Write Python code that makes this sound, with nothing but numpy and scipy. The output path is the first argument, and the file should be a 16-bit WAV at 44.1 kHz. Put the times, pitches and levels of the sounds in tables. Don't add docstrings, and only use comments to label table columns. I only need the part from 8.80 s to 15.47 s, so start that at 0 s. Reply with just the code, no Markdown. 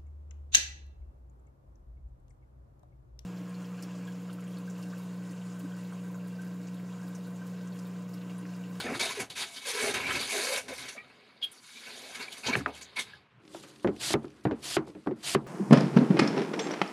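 import sys
import numpy as np
from scipy import signal
from scipy.fft import rfft, irfft, next_fast_len
from scipy.io import wavfile
from scipy.ndimage import uniform_filter1d

SR = 44100
rng = np.random.default_rng(int(sys.argv[2]) if len(sys.argv) > 2 else 0)


def generate_wav(signal):
    frames = np.transpose(np.atleast_2d(signal))
    scaled = np.clip(frames, -1, 1) * 32767
    pcm = np.round(scaled).astype(np.int16)
    wavfile.write(sys.argv[1], SR, pcm)


N = 294147
T = np.arange(N) / SR


def amp(db):
    return 10 ** (np.asarray(db) / 20)


def evened(x):
    return x / np.sqrt(np.mean(x ** 2) + 1e-20)


def read(points, hz):
    f, value = np.transpose(points)
    return np.interp(np.log(hz + 1), np.log(f + 1), value)


def add(mix, s, sound):
    part = mix[round(s * SR):][:len(sound)]
    part += sound[:len(part)]


def coloured(x, spectrum):
    size = next_fast_len(len(x))
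    gain = amp(read(spectrum, np.fft.rfftfreq(size, 1 / SR)))
    return evened(irfft(rfft(x, size) * gain, size)[:len(x)])


def resonate(x, hz, width):
    turn = np.exp(2j * np.pi * np.cumsum(hz * np.ones(len(x))) / SR)
    r = np.exp(-np.pi * width / SR)
    smooth = signal.lfilter([1 - r], [1, -r], x / turn + 1e-18)
    return 2 * (turn * smooth).real


def sputter(flicker_db, patchy_db):
    _, _, z = signal.stft(rng.standard_normal(N), nperseg=256, noverlap=192)
    patches = uniform_filter1d(rng.standard_normal(z.shape), size=5, axis=0)
    patches = uniform_filter1d(patches, size=20, axis=1)
    flicker = uniform_filter1d(rng.standard_normal(z.shape[1]), size=3)
    z = z * amp(patchy_db * evened(patches) + flicker_db * evened(flicker))
    return evened(signal.istft(z, nperseg=256, noverlap=192)[1][:N])


def curves(table):
    s, *rest = np.transpose(table)
    return np.array([np.interp(T, s, c) for c in rest])


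def burst(start, rise, hold, drift_db, fall_db_per_s):
    t = T[round(start * SR):][:SR // 2] - start
    held = np.clip((t - rise) / max(hold, .001), 0, 1)
    db = drift_db * held - fall_db_per_s * np.maximum(t - rise - hold, 0)
    swell = np.sin(np.pi / 2 * np.clip(t / max(rise, .001), 0, 1)) ** 2
    return (swell * amp(db)) ** 2


# [f/Hz, width/Hz, level/dB]
HOSE_MODES = [(1617, 55, -11), (2033, 38, -6), (2266, 78, 1), (2750, 14, -24.5), (3360, 36, -4),
              (3830, 95, -11), (4320, 99, -12), (4572, 22, -2), (6023, 28, -1), (6420, 320, -15.5),
              (7760, 16, -10), (8600, 33, -8), (9200, 370, 0.5), (9140, 44, -2.5), (9540, 28, 9),
              (9300, 38, -25), (10300, 40, -11), (10700, 66, -10.5)]
# [f/Hz, level/dB], shape only
RUSH_COLOUR = [(500, -36.5), (800, -2.5), (1300, -0.5), (1700, 1.5), (2300, 1.5), (2800, 3), (3400, -55.5)]
UPPER_COLOUR = [(2400, -16), (2950, 0), (3800, 3), (4700, -0.5), (5200, -5.5), (6000, -43.5)]
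FIZZ_COLOUR = [(2940, -23), (5000, 1.5), (5600, 4.5), (6870, 4), (8300, 0), (8960, -4), (9440, -2),
               (10900, 0.5), (13600, -14), (15500, -44)]


def slurp():
    rush, hiss, spray, gurgle, shake = flow()
    air = coloured(sputter(1.4, 2.2), RUSH_COLOUR)
    upper = coloured(sputter(1.4, 2.2), UPPER_COLOUR)
    fizz = coloured(sputter(1.4, 2.2), FIZZ_COLOUR)
    jet = rush * air + hiss * upper + spray * fizz
    piped = 0.64 * jet + sum(amp(db) * resonate(jet, f, w) for f, w, db in HOSE_MODES)
    wash = coloured(sputter(2.2, 1.9), [(120, -39), (230, 18), (800, 16.5), (1100, -22.5)])
    shudder = coloured(rng.standard_normal(N),
                       [(30, -32.0), (70, 4.5), (100, 4), (140, 10.5), (200, 8.5), (260, -49.0)])
    wet = gurgle * (wash + amp(BUBBLE_DB) * bubbles()) + pocket()
    return (piped + wet + shake * shudder) * (T < DRAUGHT_POINTS[-1][0])


# [t/s, rise/s, hold/s, drift over the hold/dB, air rush level/dB,
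# upper hiss over the rush/dB, spray fizz over the rush/dB, gurgle level/dB, hose shudder level/dB]
GULP_EVENTS = [(0.0, 0.0018, 0.03, -8.5, -35, -1, -6.5, -44, -50),
               (0.028, 0.022, 0.1, 0, -40, -9, -12, -41.5, -48),
               (0.135, 0.018, 0.022, -3, -41.5, 2.5, -2.5, -46.5, -61.5),
               (0.192, 0.0062, 0.13, -10, -32, 2, -1.5, -40, -53),
               (0.341, 0.014, 0.021, -1, -41, -3.5, -3.5, -55, -62),
               (0.382, .025, 0.01, -4, -36, -2, -1.5, -36.5, -45.5),
               (0.497, 0.0063, 0.013, -4.5, -47, 7.5, 4, -48.5, -56),
               (0.543, 0.034, 0.051, 2.5, -40, 4, -1, -53.5, -72),
               (0.658, .015, 0.11, 3.5, -56.5, 5.5, 5, -78, -72),
               (0.754, 0.016, 0.016, -7.5, -46, 5, 1.5, -52, -76),
               (0.792, 0.036, 0.043, 1, -50, 4.5, -1, -68, -81),
               (0.834, 0.052, 0.027, 1.5, -36, -2, 0, -54.5, -85),
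               (0.923, 0.015, 0.076, 4, -39, -1, -2, -52, -82),
               (1.008, 0.021, 0.08, -3, -33, -1, -1.5, -38, -54),
               (1.134, 0.0093, 0.032, -4, -31.5, -2, -5.5, -38.5, -48),
               (1.186, 0.014, 0.062, -2, -36, -6, -10.5, -43, -49),
               (1.262, .008, 0.056, 1, -32.5, -7.5, -12, -45.5, -47.5),
               (1.31, 0.026, 0.034, 2.5, -35, -0.5, -6, -43, -48),
               (1.386, 0.012, 0.078, -6, -36.5, 4, -2, -45.5, -56.5),
               (1.439, 0.093, 0.16, -0.5, -35, -1.5, -0.5, -47.5, -79),
               (1.694, .025, 0.063, -1, -35, -1, 0, -50, -82), (1.8, .01, 0.11, -1.5, -58, 1, -1, -53, -64),
               (1.88, .004, 0.048, -10, -37.5, -4, -6, -44, -57),
               (1.924, .015, 0.063, -2, -49.5, -1, 0.5, -60, -71),
               (1.977, 0.0046, 0.11, -5, -43.5, -1, -4, -54.5, -61),
               (2.07, 0.026, 0.011, -8.5, -40.5, -2.5, -2, -54, -67),
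               (2.115, .015, 0.028, -8, -55.5, 1, 5, -58, -75),
               (2.159, .006, 0.036, -14, -48.5, -8, -25, -53, -74),
               (2.29, .012, .012, -4, -54, -13, -27, -64, -75),
               (2.613, 0.0051, 0.047, -11, -53.5, 4, -14, -66, -82),
               (3.049, 0.022, 0.035, -4, -45.5, -18, -18, -58, -77),
               (3.343, 0.01, 0.017, -6, -40, -2, -4, -59, -67),
               (3.386, .018, 0.027, -1, -39.5, -3.5, -10.5, -54, -64),
               (3.51, .02, 0.012, -9, -54.5, 11, 9.5, -56, -63),
               (3.559, 0.023, .012, -8, -50, 5, 3, -58, -73),
               (3.629, 0.013, 0.017, 2, -39.5, -4.5, -9, -51, -62),
               (3.654, 0.014, 0.02, -7.5, -35.5, 6, -8, -42, -46),
               (3.677, .01, .03, -2.5, -33, -11, -19, -34, -58),
               (3.724, .008, 0.022, -3, -31, -7, -18, -41.5, -42),
               (3.757, .01, 0.029, -6.5, -40, -5, -5, -41.5, -36.5),
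               (3.869, 0.012, 0.023, -8.5, -43, -14, -19, -43.5, -54),
               (3.917, 0.044, 0.025, -2.5, -55, 4, 2.5, -74, -69),
               (4.008, 0.0063, 0.018, -12, -47, 1.5, -1.5, -71, -75),
               (4.154, 0.021, 0.018, -4.5, -33.5, -5, -12, -55, -70),
               (4.185, 0.0093, 0.011, -6, -41, 9.5, 6.5, -48, -58),
               (4.248, 0.022, 0.027, -1, -55.5, -5, -11, -78, -60)]
# [t/s, air rush level/dB, upper hiss over the rush/dB,
# fizz over the rush/dB, gurgle level/dB, shudder level/dB]
DRAUGHT_POINTS = [(0, -71, 3, 2, -58, -69), (2.1, -76, 3, 2, -85, -85), (2.22, -60.5, -1.5, -14, -66, -69),
                  (2.6, -66.5, 2, -14, -67.5, -79), (2.7, -61.5, -1, -8, -67, -73),
                  (2.75, -63, 3, 7, -65, -86), (2.81, -67.5, 0, 3, -75, -76),
                  (2.84, -60.5, 5.5, 4, -97, -71), (2.98, -56.5, 7, 2, -70, -86),
                  (3.13, -52.5, 5.5, -0.5, -57.5, -80), (3.33, -49.5, 0.5, -2.5, -55.5, -70),
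                  (3.49, -52, 1, -5.5, -55.5, -73), (3.62, -57.5, -1, 2, -62, -76),
                  (3.85, -59.5, 1.5, -10, -65, -69), (4.13, -61.5, 3.5, -11.5, -66.5, -67),
                  (4.36, -56, 0, -18, -66.5, -63), (4.46, -83, 0, -12, -79, -77),
                  (4.6, -89, -6.5, -9, -82, -62)]
# [rush, upper hiss, fizz, gurgle, shudder], all in dB/s
GULP_FALL = (420, 430, 450, 450, 300)


def flow():
    rush, upper, fizz, gurgle, shudder = curves(DRAUGHT_POINTS)
    power = amp([rush, rush + upper, rush + fizz, gurgle, shudder]) ** 2
    for s, rise, hold, drift_db, rush, upper, fizz, gurgle, shudder in GULP_EVENTS:
        levels = (rush, rush + upper, rush + fizz, gurgle, shudder)
        for layer, db, fall in zip(power, levels, GULP_FALL):
            add(layer, s, amp(db) ** 2 * burst(s, rise, hold, drift_db, fall))
    return np.sqrt(power)


# [t/s, length/s, from f/Hz, to f/Hz, level/dB]
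POCKET_GLIDES = [(0.044, .04, 344, 318, -43), (.11, 0.11, 330, 340, -44.5), (.25, 0.02, 540, 750, -42),
                 (.29, 0.0293, 710, 1170, -43), (0.366, 0.064, 460, 288, -40.5), (.57, 0.04, 585, 616, -51),
                 (0.644, 0.11, 696, 674, -60), (0.849, 0.056, 530, 483, -40.5),
                 (0.918, 0.13, 466, 406, -42), (1.009, 0.066, 550, 644, -37.5),
                 (1.059, 0.047, 397, 426, -39), (1.103, 0.061, 334, 292, -42.5),
                 (1.139, 0.022, 480, 584, -41), (1.236, 0.17, 287, 343, -43.5),
                 (1.513, 0.12, 685, 630, -44.5), (1.54, 0.07, 403, 374, -39.5), (1.623, 0.1, 487, 540, -41),
                 (1.686, 0.11, 540, 560, -37.5), (1.881, 0.052, 570, 504, -44),
                 (2.144, 0.024, 560, 666, -51), (2.924, 0.079, 215, 237, -65),
                 (3.137, 0.054, 287, 300, -63), (3.22, 0.095, 460, 740, -57.5),
                 (3.68, 0.022, 286, 259, -31.5), (3.76, 0.054, 325, 297, -42.5)]
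GLIDE_EDGE_S = 0.011


def pocket():
    out, t = np.zeros(N), np.arange(12000) / SR
    for s, length, from_hz, to_hz, db in POCKET_GLIDES:
        pops = rng.standard_normal(len(t)) * (0.25 + (rng.random(len(t)) < 900 / SR))
        hz = from_hz + (to_hz - from_hz) * np.minimum(t / length, 1)
        edge = np.clip(np.minimum(t, length + GLIDE_EDGE_S - t) / GLIDE_EDGE_S, 0, 1)
        tone = evened(resonate(resonate(pops, hz, 65.), hz, 110.))
        add(out, s, amp(db) * edge * tone)
    return out


BUBBLE_LOW_HZ, BUBBLE_HIGH_HZ, BUBBLES_PER_S = 282, 2330, 320
BUBBLE_CYCLES = 5
BUBBLE_RISE = 0.18
BUBBLE_DB = -4.5


def bubbles():
    out, t = np.zeros(N), np.arange(1500) / SR
    for hz in np.geomspace(BUBBLE_LOW_HZ, BUBBLE_HIGH_HZ, num=16):
        strength = amp(4. * np.minimum(rng.exponential(1, N), 4))
        hits = strength * (rng.random(N) < BUBBLES_PER_S / 16 / SR)
        u = t * hz / BUBBLE_CYCLES
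        blip = u * np.exp(-2 * u) * np.sin(2 * np.pi * np.cumsum(hz * (1 + BUBBLE_RISE * u)) / SR)
        blip = blip / np.linalg.norm(blip) * (BUBBLE_LOW_HZ / hz) ** 0.24
        out += signal.oaconvolve(hits, blip)[:N]
    return evened(out)


# [t/s, level before the mix/dB, f/Hz, length/s]
WHISTLE_EVENTS = [(1.097, -56, 2360, 0.022), (0.064, -34.5, 1760, 0.0069), (0.195, -32, 2200, 0.025),
                  (1.255, -29, 2280, 0.017), (1.305, -33, 3030, 0.01), (1.41, -35, 2320, 0.011),
                  (2.164, -52.5, 1184, 0.055), (2.165, -52, 1870, 0.057), (2.178, -37.5, 2270, 0.013),
                  (2.195, -48, 2305, 0.02), (2.622, -57, 3840, 0.023), (2.624, -23.5, 3185, 0.015),
                  (2.638, -27, 3167, 0.012), (2.615, -40, 3300, .008), (2.654, -48, 3200, .025),
                  (2.63, -49, 10400, 0.025), (2.634, -50, 11200, .015), (2.714, -47.5, 9700, 0.017),
                  (2.691, -60, 3150, 0.028), (2.774, -54, 4470, .025), (2.957, -47, 2300, 0.029),
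                  (3.068, -52, 1500, 0.022), (3.48, -35.5, 2285, 0.0064), (3.663, -34, 6100, 0.037),
                  (3.733, -19.5, 2300, 0.0063), (4.016, -49, 6400, 0.035), (4.018, -43.5, 6800, 0.016),
                  (4.334, -37.5, 1630, 0.0028)]
WHISTLE_RISE, WHISTLE_RISE_S = 0.029, 0.013


def whistles():
    out, t = np.zeros(N), np.arange(6000) / SR
    for s, db, hz, length in WHISTLE_EVENTS:
        waver = evened(uniform_filter1d(rng.standard_normal((2, len(t))), size=150, axis=1))
        climb = WHISTLE_RISE * np.minimum(t / WHISTLE_RISE_S, 1)
        pitch = hz * (1 + 0.01 * waver[1] + climb)
        tone = amp(1.8 * waver[0]) * np.sin(2 * np.pi * np.cumsum(pitch) / SR)
        air = resonate(rng.standard_normal(len(t)), hz, 0.17 * hz)
        air = evened(resonate(air, hz, 0.35 * hz))
        airy = np.clip(hz / 6400.0, 0, 1) ** 1.23
        shape = np.minimum(t / 0.0031, 1) * np.exp(-np.maximum(t - length, 0) / 0.0031)
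        add(out, s, amp(db) * shape * ((1 - airy) * tone + 0.43 * airy * air))
    return out


# [t/s, stop t/s, seal hiss level/dB, swell over the stroke/dB]
PISTON_STROKES = [(5.189, 5.336, -34.5, 3), (5.815, 5.964, -36.5, 0), (6.422, 6.547, -34.5, 0.5)]
# [f/Hz, level/dB], shape only
SEAL_COLOUR = [(180, -7), (300, -45), (517, -4), (708, 4), (782, -2.5), (2480, 3), (3080, 6.5), (3750, 6.5),
               (4810, 7), (5400, 2), (9780, 0.5), (13000, -11), (15500, -54)]
# [t/s, length/s, hiss level/dB]
HAND_RUBS = [(4.74, 0.04, -59), (4.825, 0.01, -53.5), (4.87, 0.021, -57.5), (5.024, 0.015, -61),
             (5.428, 0.016, -67), (5.635, 0.0084, -61), (5.705, .008, -74), (6.065, 0.02, -62.5),
             (6.26, 0.0092, -66.5)]
# [t/s, hiss level/dB, creak level/dB]
GRIP_POINTS = [(4.6, -84, -62.5), (4.75, -53.5, -55), (4.9, -62.5, -61), (5.03, -65, -58), (5.1, -71, -58),
               (5.6, -71, -61), (5.7, -75.5, -62), (6.25, -70.5, -70), (6.33, -80, -61), (6.55, -71, -66),
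               (6.67, -68.5, -47)]
PUSH_S, STOP_DB_PER_S = 0.026, 2200
STROKE_CREAK_DB = -18
TAKE_UP_S, TAKE_UP_DB, TAKE_UP_DB_PER_S = 0.062, -24, 172
RUB_RISE_S, RUB_DB_PER_S = 0.0051, 503
AFTER_DB, AFTER_DB_PER_S = -29, 110


def pump():
    hiss, creak = amp(curves(GRIP_POINTS)) ** 2
    for s, stop, db, swell_db in PISTON_STROKES:
        stroke = amp(db) ** 2 * burst(s, 0, stop - s, swell_db, STOP_DB_PER_S)
        speed = 1 - np.exp(-(T[:len(stroke)] / PUSH_S) ** 1.6)
        stroke = stroke * speed ** 2
        add(hiss, s, stroke)
        add(creak, s, amp(STROKE_CREAK_DB) ** 2 * stroke)
        from_start = abs(np.arange(TAKE_UP_S, -TAKE_UP_S / 2, -1 / SR))
        add(hiss, s - TAKE_UP_S, amp(db + TAKE_UP_DB - TAKE_UP_DB_PER_S * from_start) ** 2)
    for s, length, db in HAND_RUBS:
        add(hiss, s, amp(db) ** 2 * burst(s, RUB_RISE_S, length, 0, RUB_DB_PER_S))
    for s, _, boom_db, *_ in KNOCK_EVENTS:
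        add(creak, s, amp(boom_db + AFTER_DB) ** 2 * burst(s, .02, 0, 0, AFTER_DB_PER_S))
    seal = np.sqrt(hiss) * coloured(sputter(1.2, 1.5), SEAL_COLOUR)
    creaking = np.sqrt(creak) * evened(ring(rng.standard_normal(N))[:N])
    return (seal + creaking) * (T > GRIP_POINTS[0][0])


# [t/s, crack level/dB, boom level/dB, length of the blow/s,
# hardness (factor on the crack's pitch), ring of the crack (factor on its length), tick f/Hz]
KNOCK_EVENTS = [(3.665, -47, -41, 0.01, 0.7, 1.1, 1630), (3.689, -41, -32, 0.0069, 0.78, 1.4, 610),
                (3.753, -17, -24.5, 0.021, 1, 0.66, 1870), (3.808, -36.5, -47, 0.01, 0.93, 1.9, 1400),
                (3.86, -18.5, -36, 0.012, 0.73, 1.63, 1486), (4.651, -72, -47.5, 0.0085, 0.88, 1.4, 1190),
                (4.747, -33, -36, 0.01, 0.61, 1.6, 690), (4.836, -44.5, -40, 0.046, 1, 7.2, 1390),
                (5.045, -22.5, -12.5, 0.013, 0.67, 1.8, 820), (5.073, -26.5, -16.5, 0.0045, 0.99, 2.4, 710),
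                (5.082, -53, -19, 0.0097, 0.8, 1.6, 716), (5.305, -31, -27, 0.0046, 0.68, 0.92, 675),
                (5.339, -16, -13, 0.0083, 0.93, 1.7, 692), (5.444, -38, -29.5, 0.0099, 0.72, 1.7, 620),
                (5.652, -21.5, -13, 0.016, 0.7, 1.7, 820), (5.67, -29.5, -35, 0.016, 0.61, 2.3, 710),
                (5.71, -29.5, -26, 0.0079, 0.97, 2.2, 684), (5.718, -41, -19.5, 0.0084, 1, 6, 713),
                (5.967, -16, -14, 0.011, 1, 2.2, 704), (6.074, -45.5, -34, 0.011, 0.63, 2.5, 720),
                (6.15, -45.5, -32.5, 0.017, 0.92, 3, 670), (6.262, -45, -29, 0.012, 0.56, 2.1, 1080),
                (6.271, -23.5, -18, 0.01, 0.68, 1.5, 820), (6.31, -40.5, -23, 0.0054, 0.86, 2.8, 704),
                (6.32, -47, -31, 0.0082, 0.8, 1.4, 711), (6.549, -17, -12, 0.0046, 1, 2.2, 1185),
                (6.665, -38.5, -38, 0.012, 0.63, 1.4, 607)]
# [f/Hz, level/dB], shape only
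CRACK_COLOUR = [(250, -17), (600, -3), (1200, 6), (1800, 4), (2800, 3), (4500, -12.5), (7000, -25.5),
                (12000, -51)]
# [f/Hz, time/s]
CRACK_FADE = [(600, 0.18), (1500, 0.047), (3000, 0.024), (8000, 0.052)]
LIGHT_DB, LIGHT_THIN = -10.5, 0.22


def knocks():
    out, t = np.zeros(N), np.arange(8192) / SR
    for s, crack_db, boom_db, length, hard, ringing, tick_hz in KNOCK_EVENTS:
        hz, frames, z = signal.stft(rng.standard_normal(len(t)), SR, nperseg=128)
        fall_db = 60 * frames / (ringing * read(CRACK_FADE, hz)[:, None])
        colour_db = read(CRACK_COLOUR, hz / hard)[:, None]
        rattle = signal.istft(z * amp(colour_db - fall_db), SR)[1][:len(t)]
        rattle = rattle / np.sqrt(np.mean(rattle[:200] ** 2))
        tick_pitch = tick_hz * (.8 + .6 * np.exp(-t / .0015))
        tick = np.exp(-t / .0028) * np.sin(2 * np.pi * np.cumsum(tick_pitch) / SR)
        crack = 1.5 * tick + (0.19 + 0.59 * np.exp(-t / 0.0017)) * rattle
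        onset = np.sin(np.pi / 2 * np.minimum(t / 0.0015, 1)) ** 2
        add(out, s, amp(crack_db) * crack * onset)
        push = rng.standard_normal(4096) * np.exp(-t[:4096] / max(length, .001))
        thin_db = LIGHT_THIN * max(LIGHT_DB - boom_db, 0)
        boom = ring(push / np.linalg.norm(push), loose_db=1.0, detune=0.025, thin_db=thin_db)
        add(out, s, amp(boom_db) * boom)
    return out


# [f/Hz, level/dB, time to fall by 60 dB/s]
CANISTER_MODES = [(73.5, -30, 0.67), (114, -54, .25), (141, 1, 0.13), (207, -2, 0.13), (264.3, -1.5, 0.069),
                  (228.1, -8, 0.24), (283.3, -6, 0.14), (309, 0, .15), (349.4, 8, 0.059), (393, 2.5, 0.072),
                  (464.6, -2.5, 0.079), (530.5, 0.5, 0.04), (650, 1, 0.015)]
THIN_HZ = 330


def ring(x, loose_db=0., detune=0., thin_db=0.):
    t, chance = np.arange(14000) / SR, rng.standard_normal((len(CANISTER_MODES), 2))
    modes = np.zeros(len(t))
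    for (hz, db, t60), (a, b) in zip(CANISTER_MODES, chance):
        thinned = thin_db * max(np.log2(THIN_HZ / hz), 0)
        fading = amp(db + loose_db * a - thinned - 60 * t / t60)
        swell = 1 - np.exp(-t * hz / 0.77)
        modes += fading * swell * np.sin(2 * np.pi * hz * (1 + detune * b) * t)
    boom = signal.oaconvolve(x, modes)
    return boom * np.linalg.norm(modes) / np.linalg.norm(boom) / np.abs(modes).max()


# [t/s, level/dB]
HOSE_SLAPS = [(.39, -57), (1.02, -55), (1.27, -53), (1.88, -58.5), (3.66, -55), (3.754, -42)]
BOARD_HZ, BOARD_T60, BOARD_RISE_S = 74, 0.67, .012


def slaps():
    out, t = np.zeros(N), np.arange(SR // 2) / SR
    swell = 1 - np.exp(-t / BOARD_RISE_S)
    hum = amp(-60 * t / BOARD_T60) * swell * np.sin(2 * np.pi * BOARD_HZ * t)
    for s, db in HOSE_SLAPS:
        add(out, s, amp(db) * hum)
    return out


# [t/s, level/dB]
DRIP_TICKS = [(4.636, -66), (4.6518, -58), (4.678, -52), (4.902, -54), (4.9598, -50), (4.9964, -54),
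              (5.164, -49), (5.453, -57), (5.481, -57), (5.5036, -55), (5.5174, -61), (5.5646, -61),
              (5.61, -60), (6.072, -60), (6.0874, -55), (6.1024, -56), (6.4126, -55)]


def drips():
    out, t = np.zeros(N), np.arange(600) / SR
    for s, db in DRIP_TICKS:
        tick = coloured(rng.standard_normal(600), [(1500, -9), (2500, 2), (6000, -7), (12000, -38)])
        add(out, s, amp(db) * tick * np.exp(-t / 0.0036))
    return out


BILGE_DB, BILGE_T60 = -5, 0.11


def bilge(x):
    at = np.arange(40, 8000, 22) + rng.integers(0, 22, 362)
    taps = np.zeros(8100)
    taps[at] = rng.choice([-1., 1.], len(at)) * amp(-60 * at / SR / BILGE_T60)
    wet = amp(BILGE_DB)
    echoes = signal.oaconvolve(x, taps / np.linalg.norm(taps))[:N]
    return (x + wet * echoes) / np.sqrt(1 + wet ** 2)


# [f/Hz, level/dB], shape only
CABIN_COLOUR = [(18, -60), (30, -45.5), (46, -34.5), (85, -26.5), (182, -9), (213, -0.5), (270, -7),
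                (768, -16), (1080, -9), (2910, -17), (15500, -64.5)]
CABIN_DB = -65


def cabin():
    return amp(CABIN_DB) * coloured(sputter(0.79, 2), CABIN_COLOUR)


def scene():
    whistle = whistles()
    hose = bilge(slurp() + 0.89 * whistle) + 0.49 * whistle
    near = hose + pump() + knocks() + slaps() + drips()
    return np.tile(near + cabin(), (2, 1))


# [f/Hz, level of the difference (side) over the common part (mid)/dB]
PORTS_APART = [(60, -44), (99, -28), (160, -75), (270, -53), (450, -67), (740, -49), (1220, -65),
               (2010, -68), (3330, -61), (5500, -70.5), (9080, -40.5), (15000, 15.5)]


def record(dry):
    dry = signal.sosfilt(signal.butter(4, 48, "high", fs=SR, output="sos"), dry)
    hz, _, z = signal.stft(dry[0], SR, nperseg=256)
    turned = z * amp(read(PORTS_APART, hz))[:, None] * np.exp(2j * np.pi * rng.random(z.shape))
    side = signal.istft(turned, SR)[1][:N]
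    both = dry + side * np.array([[1], [-1]])
    band_limit = signal.firwin(511, 15500, window=("kaiser", 9), fs=SR)
    return signal.oaconvolve(both, band_limit[None], "same")


dry = scene()
out = record(dry)
generate_wav(out)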